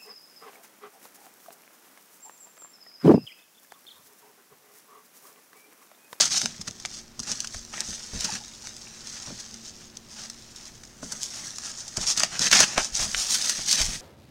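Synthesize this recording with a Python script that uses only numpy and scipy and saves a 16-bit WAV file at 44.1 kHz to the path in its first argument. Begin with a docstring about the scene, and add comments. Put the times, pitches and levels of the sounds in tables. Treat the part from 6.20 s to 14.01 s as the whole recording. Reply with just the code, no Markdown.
"""Hands lift a part wrapped in plastic film and packing paper out of a cardboard box, in a small quiet room.
From the start, room noise and faint hum; strokes rub and crinkle film and paper as noise-driven buckles.
At once the part knocks the box (damped modes), creases snap (volleys of buckles), then soft bumps (noise pushes).
After 2 s foam squeaks briefly (unsteady tones). Wrapping is denser and louder from about 5.8 s to the end.
"""
import sys
import numpy as np
from scipy import signal
from scipy.fft import rfft, irfft
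from scipy.io import wavfile
from scipy.ndimage import uniform_filter1d

SR = 44100
rng = np.random.default_rng(int(sys.argv[2]) if len(sys.argv) > 2 else 0)


def to_wav(s):
    """Save 16-bit WAV."""
    ch = np.atleast_2d(s).T  # columns
    pcm = np.round(np.clip(ch, -1, 1) * 32767)  # PCM
    wavfile.write(sys.argv[1], SR, pcm.astype(np.int16))


N = 344406
TIME = np.arange(N) / SR


def amp(db):
    """Decibels to gain."""
    return 10 ** (np.asarray(db) / 20)


def unit(x):
    """Scales to rms 1."""
    return x / np.sqrt(np.mean(x ** 2) + 1e-20)


def read(points, hz):
    """Reads a table on a log-frequency axis."""
    f, value = np.transpose(points)
    return np.interp(np.log(hz + 1), np.log(f), value)


def curve(rows, axis=1):
    """One dB column of a time table as a gain per sample."""
    rows = np.asarray(rows)
    return amp(np.interp(TIME, rows[:, 0], rows[:, axis]))


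def add(mix, start_s, sound):
    """Mixes a sound in at start_s, cropped to the mix."""
    start = round(start_s * SR)
    sound = sound[max(-start, 0):]
    part = mix[max(start, 0):][:len(sound)]
    part += sound[:len(part)]


def response(spectrum, size=2048):
    """Causal (minimum-phase) impulse response with the given spectrum."""
    hz = abs(np.fft.fftfreq(size, 1 / SR))
    log_gain = np.log(amp(read(spectrum, hz)))
    minimum_phase = np.exp(np.conj(signal.hilbert(log_gain)))
    return np.fft.ifft(minimum_phase).real[:size // 2]


def colour(x, spectrum, size=2048):
    """Gives x a spectrum, at rms 1."""
    return unit(signal.oaconvolve(x, response(spectrum, size=size))[:len(x)])


def wander(per_s):
    """Random curve of rms 1: straight lines between per_s random points a second."""
    return unit(np.interp(TIME * per_s, np.arange(4096), rng.standard_normal(4096)))


# Room noise spectrum. 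Each row: frequency in Hz, relative level in dB per Hz.
ROOM_NOISE_SPECTRUM = [(15, 3), (30, 1.5), (70, 0), (150, -1.5), (240, -1), (400, -8), (800, -12),
                       (2000, -15), (6000, -19), (11000, -27.5), (16000, -28.5)]
# Hum tones. Each row: mean frequency in Hz, relative level in dB.
HUM_TONES = [(118.4, -64.5), (226.1, -60), (360.7, -68)]


def background(noise_db=-53.5, hum_db=-1, waver_db=2.5):
    """Steady coloured noise plus faint tones that waver in level and phase."""
    hum = np.zeros(N)
    for hz, db in HUM_TONES:
        gain = amp(db + waver_db * wander(8.3))
        hum += gain * np.sin(2 * np.pi * hz * TIME + 0.98 * wander(11))
    noise = colour(rng.standard_normal(N), ROOM_NOISE_SPECTRUM, size=8192)
    return amp(noise_db) * noise + amp(hum_db) * np.sqrt(2) * hum


# Hand strokes. Each row: start of hold in s, length of hold in s, thin film level in dB, stiff paper level in dB.
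HAND_STROKES = [(0, 0.03, -18.5, -29), (0.046, 0.026, -29, -39), (0.121, 0.058, -24, -37.5),
                (0.201, 0.036, -29, -44.5), (.475, 0.005, -42, -56), (.745, 0.054, -39.5, -52),
                (1.08, 0.045, -31, -39.5), (1.152, 0.077, -39, -50.5), (1.328, 0.06, -40, -57.5),
                (1.542, 0.074, -38, -40), (1.651, 0.057, -36, -50), (1.729, 0.023, -35, -45),
                (1.938, 0.12, -38, -44.5), (2.026, 0.14, -34.5, -39.5), (2.439, 0.064, -44, -52),
                (2.867, .04, -41.5, -51), (2.93, .05, -39, -52), (3, 0.092, -44, -49.5),
                (3.451, 0.042, -42.5, -54), (3.576, 0.079, -48.5, -56), (3.91, .03, -43.5, -55),
                (3.966, 0.095, -40.5, -47.5), (4.374, .12, -48.5, -56.5), (4.835, 0.0069, -37.5, -49),
                (4.912, 0.022, -40, -44), (5.024, 0.038, -35, -68), (5.142, 0.061, -38, -47.5),
                (5.248, 0.037, -37, -46.5), (5.438, 0.068, -33, -43.5), (5.585, .03, -34, -47.5),
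                (5.773, 0.0086, -37, -39.5), (5.814, 0.023, -25.5, -35.5), (5.877, 0.039, -19.5, -35.5),
                (5.981, 0.069, -29.5, -33), (6.125, 0.048, -36.5, -38), (6.214, 0.062, -23, -31),
                (6.336, 0.037, -16.5, -21.5), (6.398, 0.034, -16.5, -21.5), (6.476, 0.068, -33, -39),
                (6.581, 0.019, -25, -23.5), (6.612, 0.046, -28, -39.5), (6.75, 0.026, -26, -43),
                (6.8, 0.048, -24, -33), (6.981, 0.047, -28, -40), (7.107, 0.046, -24, -40),
                (7.248, .075, -32.5, -41), (7.486, 0.066, -23.5, -38), (7.586, 0.032, -24.5, -30),
                (7.648, 0.016, -29.5, -40), (7.689, 0.077, -37, -43.5)]
# Light rubbing between strokes. Each row: time in s, film level in dB.
LIGHT_CONTACT = [(0, -35.5), (.28, -39.5), (.44, -53), (.72, -43.5), (.93, -60.5), (1.08, -42),
                 (1.48, -47.5), (1.8, -40), (2.25, -47), (3.15, -42), (3.78, -56.5), (4.12, -48.5),
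                 (4.8, -53.5), (4.86, -40), (6.72, -42), (6.92, -33), (7.25, -31), (7.8, -46.5)]


def rubbing(rise_s=0.014, release_s=0.014, contact_paper_db=-9.5):
    """Gains of film and paper: each stroke swells, holds and dies away, on top of light contact."""
    contact = curve(LIGHT_CONTACT)
    power = np.array([contact, contact * amp(contact_paper_db)]) ** 2  # paper relative to film
    for start_s, length_s, film_db, paper_db in HAND_STROKES:
        before = np.maximum(start_s - TIME, 0) / rise_s
        after = np.maximum(TIME - start_s - length_s, 0) / release_s
        power += amp([[film_db], [paper_db]]) ** 2 * np.exp(-2 * np.minimum(before + after, 20))
    return np.sqrt(power)


def facet(ring_s, ring_share, lo_hz, hi_hz, count=4, size=400):
    """One patch of sheet buckling: a click and a few quickly dying modes of its own."""
    t = np.arange(size) / SR
    hz = lo_hz * (hi_hz / lo_hz) ** rng.random((count, 1))
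    ring = (np.cos(2 * np.pi * hz * t) * np.exp(-t / ring_s)).sum(0)
    click = t == 0
    pop = ring_share * ring / np.linalg.norm(ring) + click
    return pop / np.linalg.norm(pop)


def crinkle(per_s, spread_db, clump_db, ring_s, ring_share, count=24):
    """Clumps of tiny buckles, many small and few large, each on one of many facets."""
    sizes = amp(spread_db * np.minimum(rng.exponential(1, N), 4)) * rng.choice([-1, 1], N)
    clicks = sizes * (rng.random(N) < per_s / SR) * amp(clump_db * wander(130))
    which = rng.integers(0, count, N)
    out = np.zeros(N)
    for k in range(count):
        pop = facet(ring_s, ring_share, lo_hz=1203, hi_hz=9280)
        out += signal.oaconvolve(clicks * (which == k), pop)[:N]
    return unit(out)


def catches(per_s, length_s):
    """Ridges of the wrap catch and let go at an uneven pace; power of these short scrunches, mean 1."""
    ridges = np.floor(np.cumsum(per_s * amp(3 * wander(per_s))) / SR)
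    strength = amp(7 * np.minimum(rng.standard_normal(N), 2))
    pulse = np.hanning(round(length_s * SR)) ** 2
    power = signal.oaconvolve(np.diff(ridges, prepend=0) * strength, pulse, "same")
    return abs(power) / abs(power).mean()


# Film spectrum, also used by the snaps. Each row: frequency in Hz, relative level in dB per Hz.
FILM_SPECTRUM = [(800, -50), (2000, -11.5), (2900, -7.5), (4200, -2.5), (5400, 3), (6400, 2.56),
                 (7400, -3.5), (8800, -8), (10500, -16.5), (13000, -26.5), (16000, -29)]
# Rubbed paper spectrum. Each row: frequency in Hz, relative level in dB per Hz.
PAPER_SPECTRUM = [(60, -30), (140, 3), (205, 4.5), (400, -5), (640, 1.5), (820, 3), (1000, -1),
                  (1350, -1.5), (1700, 1.5), (2100, 2), (2600, 3.5), (3400, -0.5), (5000, -16.5),
                  (9000, -39)]


def wrapping(slide_db=-2, tick_db=-9, effort_knee_db=-44.5):
    """Sliding hiss and crinkles excite film and paper together; harder handling buckles more facets."""
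    film, paper = rubbing()
    effort = film / (film + amp(effort_knee_db))
    light = crinkle(per_s=1300, spread_db=3, clump_db=1.5, ring_s=0.0011, ring_share=1.2)
    hard = crinkle(per_s=5000, spread_db=2.7, clump_db=1.5, ring_s=0.0011, ring_share=1)
    hiss = amp(slide_db) * rng.standard_normal(N)
    drive = np.sqrt(1 - effort) * light + np.sqrt(effort) * hard + hiss
    # small creases tick at random, mostly while the wrapping moves gently
    ticks = crinkle(per_s=18, spread_db=2.2, clump_db=-2, ring_s=0.0019, ring_share=1.2, count=6)
    drive += amp(tick_db) * (1 - effort) * ticks
    # a gentle slide goes in separate scrunches, a hard one blurs them
    grip = 0.5 - 0.22 * effort
    scrunch = np.sqrt(1 - grip + grip * catches(per_s=110, length_s=0.009))
    # stiff paper also folds on its own, in fewer steps
    folds = crinkle(per_s=650, spread_db=1.16, clump_db=3, ring_s=0.0033, ring_share=0.48)
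    return film * colour(drive * scrunch, FILM_SPECTRUM) + paper * colour(drive + folds, PAPER_SPECTRUM)


# Hard knocks of the part inside the box. Each row: start in s, relative level in dB.
PART_KNOCKS = [(.003, -20.5), (1.346, -33.5), (3.073, -36), (3.103, -35.5), (4.829, -29), (5.783, -29),
               (6.035, -25), (6.405, -14.5), (6.5755, -16), (6.5795, -9.5), (6.868, -34), (7.391, -32.5),
               (7.603, -26)]
# Box modes. Each row: nominal frequency in Hz, relative level in dB, 60 dB decay time in s.
KNOCK_MODES = [(131, -20, 0.13), (222, -1.5, 0.01), (358, -6.5, 0.024), (658, 2, 0.029), (780, 1, 0.0077),
               (1096, -4, 0.024), (1580, -6, 0.036)]


def knocks(level_db=-3, size=9000):
    """The part strikes the box and rings its damped modes, detuned a little at each blow."""
    out, t = np.zeros(N), np.arange(size) / SR
    for start_s, db in PART_KNOCKS:
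        for k, (hz, mode_db, t60_s) in enumerate(KNOCK_MODES):
            # neighbouring modes of a wall swing in opposite senses
            swing = (-1) ** k * np.sin(2 * np.pi * hz * rng.uniform(0.887, 1.03) * t)
            add(out, start_s, amp(db + level_db + mode_db - 60 * t / t60_s) * swing)
    return out


def volley(run_s, spread_db=7.3, size=2048):
    """Buckles build up to the middle of the span, where the crease gives way and the rest die out."""
    t = (np.arange(size) - size // 2) / SR
    run_s = max(run_s, 1 / SR)
    swell = np.exp(-abs(t) / run_s) * np.where(t < 0, amp(-10), 1)
    buckles = swell * rng.standard_normal(size) * amp(spread_db * rng.standard_normal(size))
    z = rfft(buckles)
    # a snap is broadband: no one pitch stands out
    return irfft(z / np.sqrt(uniform_filter1d(abs(z) ** 2, size=110) + 1e-12))


# Creases that snap. Each row: time of giving way in s, film level in dB, paper level in dB, run time constant in s.
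CREASE_SNAPS = [(0.009, -12.5, -29, .0017), (.0553, -20.5, -31, .0045), (0.1735, -21, -37, 0.0026),
                (.216, -21.5, -27.5, 0.0016), (.258, -21.5, -25, 0.0011), (0.413, -29.5, -39.5, 0.0037),
                (0.477, -26.5, -30.5, 0.0061), (.5103, -35.5, -54, 0.00055), (.6, -36, -48, .0015),
                (.651, -31.5, -26.5, 0.0015), (0.6582, -27.5, -55, 0.00091), (0.994, -27.5, -37, 0.0016),
                (1.001, -26.5, -40, .0014), (1.031, -30.5, -39, 0.0063), (1.072, -35, -36, .005),
                (1.117, -22.5, -43, 0.0015), (1.204, -22, -58, 0.00089), (1.245, -29, -32.5, .004),
                (1.273, -28, -62, 0.0012), (1.344, -31, -34.5, 0.0036), (1.45, -39, -57, .0007),
                (1.6055, -20.5, -40, 0.0032), (2.006, -24.5, -59, 0.0075), (2.046, -22, -54, 0.0058),
                (2.153, -30.5, -33, .004), (2.281, -40, -60, 0.0018), (2.471, -35, -38.5, 0.0023),
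                (2.566, -37.5, -62, 0.0019), (2.872, -34, -54, 0.00076), (3.199, -31, -49, 0.0077),
                (3.3424, -35.5, -55, 0.00094), (3.7707, -34, -52, .001), (4.0997, -32, -41.5, 0.0015),
                (4.362, -38, -49, .004), (4.6364, -42, -44.5, 0.0016), (4.922, -24, -34, 0.0049),
                (5.032, -24.5, -47, .001), (5.039, -31.5, -47, 0.00062), (5.3844, -28.5, -35.5, 0.0014),
                (5.68, -29, -51, 0.0043), (5.77, -19.5, -26.5, 0.0048), (5.975, -16.5, -36, 0.0087),
                (5.997, -16.5, -32, 0.0022), (6.0036, -21, -23, 0.0011), (6.0344, -14.5, -17, 0.0019),
                (6.1936, -20, -31, 0.0015), (6.2634, -24, -37, .005), (6.314, -15.5, -20, 0.0041),
                (6.3281, -16.5, -15, 0.00023), (6.3317, -17, -12.5, 0.0022), (6.403, -15.5, -19, .002),
                (6.405, -11.5, -28, 0.0029), (6.5774, -43, -23, 0.002), (6.579, -18, -14, 0.0012),
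                (6.9466, -35, -20.5, 0.00028), (7.148, -29, -27.5, .009), (7.2954, -19, -26, .006),
                (7.514, -18, -48, 0.0049), (7.528, -16.5, -29, 0.0025), (7.616, -25.5, -48, .001)]
# Snapping paper spectrum. Each row: frequency in Hz, relative level in dB per Hz.
CREASE_SPECTRUM = [(200, -20), (700, 2.5), (1400, 10), (2600, 12.5), (4200, 7.5), (6000, -6.5),
                   (12000, -56)]


def snaps():
    """Each crease drives film and paper; its level is its energy spread over 5 ms."""
    out, film, paper = np.zeros(N), response(FILM_SPECTRUM), response(CREASE_SPECTRUM)
    energy_norm = np.sqrt(0.005 * SR)
    for snap_s, film_db, paper_db, run_s in CREASE_SNAPS:
        buckles = volley(run_s)
        for sheet, db in ((film, film_db), (paper, paper_db)):
            sound = signal.fftconvolve(buckles, sheet)
            start_s = snap_s - len(buckles) / 2 / SR
            add(out, start_s, amp(db) * energy_norm * sound / np.linalg.norm(sound))
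    return out


# Soft bumps of hands and load on the box. Each row: start in s, relative wall level in dB, deep thud level in dB.
BOX_BUMPS = [(0.232, -30, -65), (.391, -37, -53), (0.478, -35.5, -58), (0.986, -35.5, -48),
             (1.098, -37.5, -60), (1.343, -46, -39), (1.684, -35.5, -44.5), (1.93, -32, -37),
             (1.958, -36, -35.5), (2.044, -33.5, -53), (2.124, -35.5, -62), (3.071, -35.5, -54),
             (3.1, -33, -56), (3.326, -46, -66), (4.828, -32, -50), (4.928, -40, -54), (5.774, -32, -37),
             (5.973, -37, -51), (6.197, -29.5, -48), (6.327, -33, -42), (6.402, -30, -47),
             (6.575, -56, -37), (6.72, -49, -40), (6.794, -55, -34.5), (6.863, -38, -46), (6.941, -61, -38),
             (7.382, -38, -46), (7.602, -38, -29.5), (7.631, -48, -32.5), (7.682, -34, -37),
             (7.73, -36.5, -52)]
# Cardboard wall spectrum. Each row: frequency in Hz, relative level in dB per Hz.
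WALL_SPECTRUM = [(30, -30), (90, -7), (135, -2), (175, 4.5), (230, 1.5), (310, -10.5), (450, -11),
                 (900, -21.5), (3000, -62)]
# Box air spectrum. Each row: frequency in Hz, relative level in dB per Hz.
THUD_SPECTRUM = [(12, -16.5), (28, -0.5), (45, -9), (65, -4), (100, -19), (200, -28.5), (600, -67)]


def bumps(wall_db=-5, rise_s=0.0025, wall_decay_s=0.025, thud_decay_s=0.031, size=16384):
    """A soft blow shakes the cardboard walls and pushes the air in the box."""
    out, t = np.zeros(N), np.arange(size) / SR
    for start_s, db, deep_db in BOX_BUMPS:
        wall = (WALL_SPECTRUM, db + wall_db, wall_decay_s)
        thud = (THUD_SPECTRUM, deep_db, thud_decay_s)
        for spectrum, level_db, decay_s in (wall, thud):
            push = (1 - np.exp(-t / rise_s)) * np.exp(-t / decay_s)
            push /= push.max()
            shake = push * colour(rng.standard_normal(2 * size), spectrum, size=8192)[size:]
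            add(out, start_s, amp(level_db) * shake * np.linalg.norm(push) / np.linalg.norm(shake))
    return out


# Foam sheet under the fingers. Each row: start in s, level in dB, mean pitch in Hz, length in s.
FOAM_SQUEAKS = [(2.081, -33, 814, 0.03), (2.195, -47.5, 808, .045), (2.43, -48, 814, 0.028)]


def squeaks(jitter=0.054, overtone_db=-14):
    """Foam sticks and slips in a brief unsteady tone with one overtone."""
    out = np.zeros(N)
    for start_s, db, hz, length_s in FOAM_SQUEAKS:
        size = round(length_s * SR)
        phase = 2 * np.pi * np.cumsum(hz * (1 + jitter * wander(210)[:size])) / SR
        tone = np.sin(phase) + amp(overtone_db) * np.sin(2 * phase)
        add(out, start_s, amp(db) * np.hanning(size) * tone)
    return out


# Changing tone of the wrapping. Each row: time in s, level of the band around 3.3 kHz in dB,
# level above 8.5 kHz in dB.
WRAPPING_TONE = [(0, 1.5, -2), (1.1, -2.5, -5), (1.7, -2, -0.5), (2.15, 0.5, -1), (2.45, -1.5, 0),
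                 (3, -1, -3), (4.45, 0, 0.5), (4.92, -5.5, 0.5), (5.15, -1, 2), (5.65, -6, -6),
                 (6.35, 1.5, -0.5), (6.6, -4, -4.5), (7.15, 2.5, 8), (7.52, 3.5, 3), (7.8, 3.5, 10.5)]


def changing_tone(x, middle_hz=3300, treble_hz=8500):
    """Raises or lowers the bands below and above the film's main pitch, so its tone turns duller or brighter."""
    middle_band = signal.butter(2, [middle_hz * 0.56, middle_hz / 0.6], "band", fs=SR, output="sos")
    treble_band = signal.butter(3, treble_hz, "high", fs=SR, output="sos")
    middle, treble = signal.sosfiltfilt(middle_band, x), signal.sosfiltfilt(treble_band, x)
    return x + (curve(WRAPPING_TONE, axis=1) - 1) * middle + (curve(WRAPPING_TONE, axis=2) - 1) * treble


def shifting_echoes(x, count=14, turns_per_s=18):
    """Quick echoes off box walls and folds come and go as the wrapping turns, so its colour keeps changing."""
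    strength = 0.38 / np.sqrt(count)
    delays_s = np.geomspace(0.0005, 0.009, count) * rng.uniform(0.9, 1.1, count)
    out, power = x, 1
    for delay_s in delays_s:
        gain = strength * wander(turns_per_s)
        out = out + np.pad(gain * x, (round(delay_s * SR), 0))[:N]
        power = power + gain ** 2
    return out / np.sqrt(power)


# Room decay. Each row: frequency in Hz, 60 dB decay time in s.
ROOM_DECAY = [(100, 1), (500, 0.45), (7000, 0.38), (15000, 0.31)]


def space(x, room_db=-20, gap_s=0.006, size=16384):
    """The small furnished room adds a short, faint tail of noise decaying at its own rate per band."""
    taps = rng.standard_normal(size) * (np.arange(size) > gap_s * SR)
    hz, t, z = signal.stft(taps, SR, nperseg=256)
    decay = amp(-60 * t / read(ROOM_DECAY, hz)[:, None])
    tail = signal.istft(z * decay, SR, nperseg=256)[1][:size]
    return x + signal.oaconvolve(x, amp(room_db) * tail / np.linalg.norm(tail))[:N]


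def scene():
    """Wrapping and box sounds in the room, over the background, as one channel."""
    sheets = shifting_echoes(changing_tone(wrapping() + snaps()))
    handling = sheets + knocks() + bumps() + squeaks()
    return (background() + space(handling))[None]


def record(dry, edge_hz=15900):
    """Clips at full scale, then limits the band with a steep low-pass."""
    low_pass = signal.firwin(511, edge_hz, window=("kaiser", 9), fs=SR)
    return signal.oaconvolve(np.clip(dry, -1, 1), low_pass[None], "same")


dry = scene()
out = record(dry)
to_wav(out)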